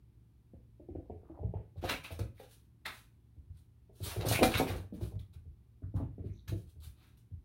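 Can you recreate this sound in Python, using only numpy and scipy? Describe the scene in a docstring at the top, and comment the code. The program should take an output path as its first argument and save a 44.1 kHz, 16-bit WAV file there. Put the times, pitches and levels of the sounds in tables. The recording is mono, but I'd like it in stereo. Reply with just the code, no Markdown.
"""First comes the faint hum of a quiet carpeted bedroom, then the patter of kittens' paws.
The kittens romp a few metres from a phone: soft pads strike the carpet and make the wooden floor
under it thump. Claws catch and slip on carpet, cloth and cardboard, bodies slide, and a short
scramble bumps a hollow plastic pet carrier. The small room rings briefly after each sound."""
import sys
import numpy as np
from scipy import signal
from scipy.fft import rfft, irfft
from scipy.io import wavfile
from scipy.ndimage import uniform_filter1d

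SR = 44100
rng = np.random.default_rng(int(sys.argv[2]) if len(sys.argv) > 2 else 0)


def output_pcm(signal):
    """Save a mono or channel-first signal as 16-bit PCM at the path in sys.argv[1].

    Samples are clipped to [-1, 1] before scaling.
    """
    pcm = np.clip(np.atleast_2d(signal).T, -1, 1) * 32767
    wavfile.write(sys.argv[1], SR, np.round(pcm).astype(np.int16))


N = 328104

# Levels in the tables are relative: scene() sets how loud each layer is in the mix.
# tone of the room's rumble and hiss: (frequency [Hz], level [dB])
AIR_TONE = [(25, -30.5), (60, 1), (95, -11), (120, -7.5), (180, -15.5), (350, -22), (550, -38),
            (900, -35.5), (1800, -43), (3500, -44.5), (7500, -53), (9800, -47.5), (15500, -50)]
# how long the bedroom rings: (frequency [Hz], time to fade by 60 dB [s])
ROOM_DECAY = [(80, 0.52), (300, 0.3), (800, 0.28), (1800, 0.29), (4000, 0.23), (9000, 0.26)]
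# rubs, low on carpet and high on stiff edges: (time [s], build-up [s], level [dB], pitch [Hz])
RUBS = [(1.171, 0.11, -66, 990), (1.32, 0.038, -53.5, 696), (1.54, 0.029, -59.5, 615),
        (1.895, 0.015, -31, 2470), (2.03, .015, -40, 2560), (2.36, 0.032, -64, 2060),
        (2.849, 0.0095, -36.5, 2000), (4.0, 0.14, -50, 640), (4.18, 0.069, -43, 644),
        (4.342, 0.0046, -25.5, 2450), (4.53, 0.019, -33.5, 2440), (4.62, 0.082, -40, 417),
        (4.93, 0.099, -58, 650), (5.189, 0.0036, -58.5, 3500), (5.819, 0.024, -68, 1300),
        (5.94, 0.044, -54, 860), (6.285, 0.018, -68.5, 2220), (6.3, 0.051, -74, 5920),
        (6.329, 0.058, -68, 3900)]
# claw strokes: (time [s], build-up [s], fabric hiss level [dB], cardboard rasp level [dB])
CLAW_STROKES = [(1.758, 0.02, -72, -67.5), (1.807, 0.047, -50.5, -45), (1.874, 0.024, -41.5, -30),
                (2.023, 0.027, -55, -45.5), (2.079, 0.036, -50.5, -53), (2.187, 0.0061, -52.5, -47),
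                (2.33, .08, -60, -61), (2.459, 0.066, -60.5, -70.5), (2.848, 0.015, -48, -36),
                (2.865, 0.079, -56, -57.5), (3.529, 0.045, -69.5, -79), (3.912, 0.13, -56, -63),
                (4.004, 0.057, -39.5, -46), (4.029, 0.087, -46, -44.5), (4.197, 0.016, -55, -44),
                (4.245, 0.023, -40, -40), (4.28, .008, -29, -44), (4.29, 0.045, -33, -34.5),
                (4.421, 0.01, -30.5, -26), (4.47, 0.051, -48, -37), (4.519, 0.036, -44, -31.5),
                (4.57, 0.0073, -34.5, -32), (4.651, 0.034, -47, -40), (4.73, 0.036, -56.5, -52.5),
                (4.922, 0.026, -63.5, -67.5), (4.979, 0.051, -57.5, -59.5), (5.188, 0.0091, -68, -66),
                (5.324, 0.011, -68, -66), (5.941, 0.026, -64.5, -73), (5.99, .015, -77, -73.5),
                (6.22, 0.048, -77, -72), (6.473, 0.012, -48.5, -51.5), (6.54, 0.043, -64.5, -76),
                (6.64, 0.051, -66.5, -81), (6.795, 0.043, -54.5, -61.5), (6.917, .11, -69.5, -64.5),
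                (7.171, 0.0028, -65.5, -80)]
# tone of scratched fabric: (frequency [Hz], level [dB])
FABRIC_TONE = [(1500, -31), (3000, -1.5), (4000, -0.5), (5200, -5), (6500, -4.5), (7600, -9), (9500, 0),
               (13000, -6), (15500, -5.5)]
# tone of scratched cardboard: (frequency [Hz], level [dB])
CARDBOARD_TONE = [(250, -11), (600, -9.5), (1050, -2.5), (1550, -1), (1900, -6.5), (2450, -4), (3100, -9),
                  (3750, -3), (4800, -14.5), (6000, -18.5), (7800, -27.5)]
# peaks and dips that the cardboard's panels add: (frequency [Hz], width [Hz], level [dB])
PANEL_RESONANCES = [(1550, 90, -1), (2180, 70, -1.5), (2434, 230, 1.5), (3650, 31, -3), (3520, 100, -2)]
# bumps on the plastic carrier: (time [s], level [dB], pitch [Hz])
CARRIER_BUMPS = [(1.839, -32.5, 736), (1.911, -36, 299.7), (4.192, -41, 483), (4.221, -40.5, 537.6),
                 (4.273, -35, 466), (4.313, -27, 664), (4.391, -28.5, 602.5), (4.412, -21.5, 339.3),
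                 (4.422, -20, 543), (4.43, -20, 602), (4.471, -31, 536), (4.599, -22, 389),
                 (4.61, -25.5, 518), (6.001, -43.5, 620)]
# notes the carrier's shell rings at: (frequency [Hz], level [dB], time to fade by 60 dB [s])
SHELL_NOTES = [(283.7, -7.5, .2), (349, -7, .2), (463, -5.5, .12), (501, -3, .18), (534.6, 0, .17),
               (687, -4.5, .17), (767, 1, .15), (795, -4.5, .17), (877, -7, .2), (1093, -0.5, .2),
               (1290, -4, .15)]
# firm steps: (time [s], pad level [dB], floor thump level [dB], pad pitch [Hz])
FIRM_STEPS = [(0.535, -51.5, -53.5, 271), (.797, -53, -54.5, 315), (.887, -45, -48, 303),
              (.951, -39, -45, 349), (1.054, -63, -61, 604), (1.098, -41.5, -45, 390),
              (1.232, -54, -57, 376), (1.298, -48, -53, 314), (1.389, -49.5, -41.5, 534),
              (1.431, -43, -32, 434), (1.538, -37.5, -35.5, 453), (1.758, -59.5, -42, 388),
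              (1.827, -43, -38, 354), (2.106, -49, -41.5, 624), (2.191, -42.5, -33.5, 374),
              (2.399, -49.5, -60.5, 505), (3.487, -73, -45, 149.7), (3.895, -60, -61.5, 349),
              (4.003, -50, -37, 319.7), (4.061, -47, -44, 348), (4.162, -40.5, -34.5, 384),
              (4.249, -33.5, -34, 393), (4.292, -47, -29.5, 252), (4.409, -32.5, -39, 202),
              (4.535, -54, -32.5, 200), (4.688, -41, -37, 394), (4.737, -44.5, -38, 265),
              (4.814, -65, -58, 308), (4.924, -41.5, -50.5, 253), (5.011, -44.5, -34.5, 330),
              (5.121, -55.5, -43, 453), (5.148, -55.5, -37, 200), (5.821, -53.5, -38.5, 250),
              (5.941, -43, -32, 270), (5.963, -43.5, -43, 161), (6.0, -37, -40, 162.6),
              (6.181, -45, -40.5, 260), (6.24, -46, -37, 237), (6.472, -60.5, -38, 199),
              (6.502, -55.5, -32, 203), (6.521, -42, -51.5, 293), (7.31, -62.5, -42, 200)]
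# spells of light treading: (start [s], end [s])
TREADING_SPELLS = [(3.36, 3.45), (5.2, 5.5), (6.62, 7)]
# how the two microphones differ: (frequency [Hz], left minus right level [dB])
MIC_BALANCE = [(60, -1.24), (200, -2), (400, 1), (1300, -1.5), (2400, -3.5), (4400, 0), (8000, 3.5),
               (15000, -1)]

SIZE = 24576  # samples in one short sound
T = np.arange(SIZE) / SR  # its time axis [s]
F = np.maximum(np.arange(SIZE // 2 + 1) * SR / SIZE, 1)  # its frequency axis [Hz]
SCENE_F = np.maximum(np.arange(N // 2 + 1) * SR / N, 1)  # the whole scene's frequency axis [Hz]
MIC_GAP_S = 0.00056  # sound's travel time between the two microphones
AIR_DB, HUM_HZ, HUM_DB = -63.5, 114, -66.5
TREAD_GAP_S, TREAD_PAD_DB, TREAD_FLOOR_DB, TREAD_HZ = 0.13, -69, -48.5, 306
# paws land in pairs: the second comes a moment later and lighter
PAIR_GAP_S, PAIR_PAD_DB, PAIR_FLOOR_DB = 0.042, -23, -6.5
# the floor swings faster under a harder push: pitch at a reference level, and its rise
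FLOOR_HZ, FLOOR_REF_DB, FLOOR_HZ_PER_DB = 95.13, -38, 1.5
FAR_FROM_S = 1.7  # from here on the kittens are behind the furniture


def gain(db):
    """Turn decibels into a number to multiply by."""
    return 10 ** (np.asarray(db) / 20)


def look_up(table, hz):
    """Read between the rows of a (frequency, value) table, giving each octave equal room."""
    frequencies, values = np.transpose(table)
    return np.interp(np.log(hz), np.log(frequencies), values)


def unit_energy(x):
    """Scale a sound so that its channels have an average energy of 1."""
    return x / np.sqrt(np.mean(np.sum(x ** 2, axis=-1)))


def coloured(x, tone):
    """Filter a sound by a gain curve so that each click rings after it happens, not before."""
    cepstrum = irfft(np.log(tone + 1e-5))
    cepstrum[1:SIZE // 2] *= 2  # move the filter's early half onto its late half
    cepstrum[SIZE // 2 + 1:] = 0
    return irfft(rfft(x) * np.exp(rfft(cepstrum)))


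def surrounding_noise(hz):
    """Spectra of noise from all sides: the bass is alike at both microphones, the treble is not."""
    alike = 0.99 * np.sinc(2 * hz * MIC_GAP_S)
    mid, side = rng.standard_normal((2, len(hz))) + 1j * rng.standard_normal((2, len(hz)))
    side = side * np.sqrt(1 - alike)
    return mid * np.sqrt(1 + alike) + np.array([side, -side])


def still_room():
    """The background: the low rumble of the house, a thin hiss and a faint mains hum."""
    air = irfft(surrounding_noise(SCENE_F) * gain(look_up(AIR_TONE, SCENE_F)), N)
    hum = np.sqrt(2) * np.sin(2 * np.pi * HUM_HZ * np.arange(N) / SR)
    return gain(AIR_DB) * air / air.std() + gain(HUM_DB) * hum


def room_spots(direct_db, gap_s, max_lag_s):
    """Echo filters for eight spots in the room: the direct sound, a short gap, then the walls."""
    spots = []
    band_hz, decay_times = np.transpose(ROOM_DECAY)
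    for _ in range(8):
        noise, echo = surrounding_noise(F), 0
        for share, decay_s in zip(np.eye(len(band_hz)), decay_times):
            band = np.interp(np.log(F), np.log(band_hz), share)
            echo = echo + irfft(noise * band) * np.exp(-np.log(1000) * T / decay_s)
        fade_in = 1 - np.exp(-(T / gap_s) ** 2)
        response = unit_energy(echo * fade_in)
        right_lag = int(max_lag_s * SR * rng.random())
        response[0, 0] += gain(direct_db)
        response[1, right_lag] += gain(direct_db)
        spots.append(rfft(response, 2 * SIZE))
    return spots


def place(out, start, sound, db, spots):
    """Add a sound from a random spot; db is the level of its loudest few milliseconds."""
    spot = spots[rng.integers(len(spots))]
    heard = irfft(rfft(sound, 2 * SIZE) * spot)[:, :SIZE]
    power = uniform_filter1d(np.mean(heard ** 2, axis=0), 256)
    i = max(int(start * SR), 0)
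    out[:, i:i + SIZE] += (heard * gain(db) / np.sqrt(power.max()))[:, :N - i]


def stroke(swell_s, fade_s):
    """A movement gathers speed, then dies away."""
    rise = np.minimum(T / swell_s, 1) ** 1.6
    return rise * np.exp(-np.maximum(T - swell_s, 0) / fade_s)


def slide_speed(swell_s):
    """Speed of a claw or a sliding body: the longer it builds, the longer it takes to stop."""
    return stroke(swell_s, fade_s=0.0056 + 0.48 * swell_s)


def friction(snags_per_s, spread_db, jerk_db):
    """Fibres snag and let go: many clicks of unequal size, in jerks about 10 ms long."""
    snags = (rng.random(SIZE) < snags_per_s / SR) * rng.choice([-1, 1], SIZE)
    sizes = gain(spread_db * np.minimum(rng.exponential(size=SIZE), 4))
    jerk_starts = np.arange(0, SIZE, 400)
    jerks = np.interp(np.arange(SIZE), jerk_starts, rng.standard_normal(len(jerk_starts)))
    return snags * sizes * gain(jerk_db * jerks)


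def rubs():
    """Bodies slide over carpet and claws skid along edges: uneven friction stirs one resonance."""
    out = np.zeros((2, N))
    spots = room_spots(direct_db=4.5, gap_s=0.0087, max_lag_s=0.0003)
    for start, swell_s, db, hz in RUBS:
        rub = slide_speed(swell_s) * friction(snags_per_s=1400, spread_db=5, jerk_db=2)
        breadth = 855 + 0.12 * hz  # higher resonances are broader
        resonance = 1 / (1 + ((F - hz ** 2 / F) / breadth) ** 2)
        place(out, start, coloured(rub, resonance ** 2), db, spots)
    return out


def scratches():
    """Claws hiss through fabric and rasp on cardboard, whose panels colour the rasp."""
    out = np.zeros((2, N))
    spots = room_spots(direct_db=-1, gap_s=0.0051, max_lag_s=0.0004)
    fabric = gain(look_up(FABRIC_TONE, F))
    panels_db = sum(db / (1 + (2 * (F - hz) / width) ** 2) for hz, width, db in PANEL_RESONANCES)
    cardboard = gain(look_up(CARDBOARD_TONE, F) + panels_db)
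    for start, swell_s, hiss_db, rasp_db in CLAW_STROKES:
        speed = slide_speed(swell_s)
        hiss = speed * friction(snags_per_s=15000, spread_db=1.5, jerk_db=4.5)
        place(out, start, coloured(hiss, fabric), hiss_db, spots)
        rasp = speed * friction(snags_per_s=3500, spread_db=3.4, jerk_db=1.6)
        place(out, start, coloured(rasp, cardboard), rasp_db, spots)
    return out


def soft_tone(hz, narrowness):
    """Tone of a padded touch: a broad hump around hz that falls steeply above it."""
    ratio = (F / hz) ** 2
    return (ratio * np.exp(1 - ratio)) ** narrowness


def soft_blow(hz, narrowness, swing_db, sharpness, roll_s):
    """The heel lands, the toes roll down, and the struck spot swings a few times."""
    push = rng.standard_normal(SIZE) * unit_energy(stroke(roll_s / 2, roll_s / 2))  # the toes
    push[0] = 1  # the heel
    pad = 1 / np.sqrt(1 + (F / 900) ** 14)  # the pad soaks up the treble above 900 Hz
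    muffled = coloured(push, soft_tone(hz, narrowness) * pad)
    swing = 1 + gain(swing_db) / (1 + 2j * sharpness * (F - hz) / hz)
    return unit_energy(irfft(rfft(muffled) * swing))


def carrier_bumps():
    """Each bump is a hollow blow plus the quieter ring of the carrier's plastic shell."""
    out = np.zeros((2, N))
    spots = room_spots(direct_db=2, gap_s=0.006, max_lag_s=0.0004)
    for start, db, hz in CARRIER_BUMPS:
        blow = soft_blow(hz, narrowness=0.2, swing_db=1, sharpness=4.5, roll_s=0.012)
        shell = np.zeros(SIZE)
        for note_hz, note_db, decay_s in SHELL_NOTES:
            strength = gain(note_db + 0.83 * rng.standard_normal())
            shell += strength * np.sin(2 * np.pi * note_hz * T) * np.exp(-np.log(1000) * T / decay_s)
        ring = unit_energy(signal.fftconvolve(blow, shell)[:SIZE])
        place(out, start, blow + gain(-5.5) * ring, db, spots)
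    return out


def footsteps():
    """List the firm steps, plus light uneven treading in the same columns."""
    steps = list(FIRM_STEPS)
    for start, end in TREADING_SPELLS:
        for k, (late, harder) in enumerate(rng.standard_normal((8, 2))):
            if start + TREAD_GAP_S * k < end:
                time = start + TREAD_GAP_S * (k + 0.3 * late)
                pad_db, floor_db = TREAD_PAD_DB + 0.83 * harder, TREAD_FLOOR_DB + 0.89 * harder
                steps.append((time, pad_db, floor_db, TREAD_HZ))
    return steps


def floor_thumps(steps):
    """The floor swings briefly under each paw: one low note, with a weaker one above and below."""
    out = np.zeros((2, N))
    spots = room_spots(direct_db=11.5, gap_s=0.0029, max_lag_s=0.0001)
    push = stroke(swell_s=0.022, fade_s=0.018)
    for start, _, db, _ in steps:
        hz = FLOOR_HZ + FLOOR_HZ_PER_DB * (db - FLOOR_REF_DB)
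        angle = 2 * np.pi * hz * T
        for delay, lighter_db in ((0, 0), (PAIR_GAP_S, PAIR_FLOOR_DB)):
            phases = rng.uniform(0, 2 * np.pi, 3)
            main = np.sin(angle + phases[0])
            above = gain(-12) * np.sin(1.65 * angle + phases[1])
            below = gain(-7.5) * np.sin(0.62 * angle + phases[2])
            place(out, start + delay, (main + above + below) * push, db + lighter_db, spots)
    return out


def paw_patter(steps):
    """Pairs of pads strike and brush the carpet; far steps arrive mostly by way of the walls."""
    out = np.zeros((2, N))
    near = room_spots(direct_db=2, gap_s=0.008, max_lag_s=0.0004)
    far = room_spots(direct_db=-2, gap_s=0.005, max_lag_s=0.0002)
    for start, db, _, hz in steps:
        spots = near if start < FAR_FROM_S else far
        for delay, lighter_db in ((0, 0), (PAIR_GAP_S, PAIR_PAD_DB)):
            pat = soft_blow(hz, narrowness=0.4, swing_db=3, sharpness=3.5, roll_s=0.008)
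            place(out, start + delay, pat, db + lighter_db, spots)
        fibres = friction(snags_per_s=1500, spread_db=0.5, jerk_db=-3.5)
        brush = fibres * stroke(swell_s=0.008, fade_s=0.05)
        place(out, start, coloured(brush, soft_tone(hz=1590, narrowness=0.63)), db - 36.5, spots)
    return out


def scene():
    """Mix all the kittens' noises over the still room."""
    steps = footsteps()
    running = gain(2) * paw_patter(steps) + gain(3) * floor_thumps(steps)
    playing = gain(-0.6) * carrier_bumps() + gain(-0.88) * scratches() + gain(-0.54) * rubs()
    return running + playing + still_room()


def record(dry):
    """The two microphones differ a little in tone; the phone cuts the deepest bass and top treble."""
    balance_db = look_up(MIC_BALANCE, SCENE_F)
    mic_gains = gain(np.array([balance_db, -balance_db]) / 2)
    heard = irfft(rfft(dry) * mic_gains, N)
    bass_cut = signal.butter(4, 38, "high", fs=SR, output="sos")
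    treble_cut = signal.ellip(10, 0.2, 80, 15850, fs=SR, output="sos")
    return signal.sosfilt(treble_cut, signal.sosfilt(bass_cut, heard))


dry = scene()
out = record(dry)
output_pcm(out)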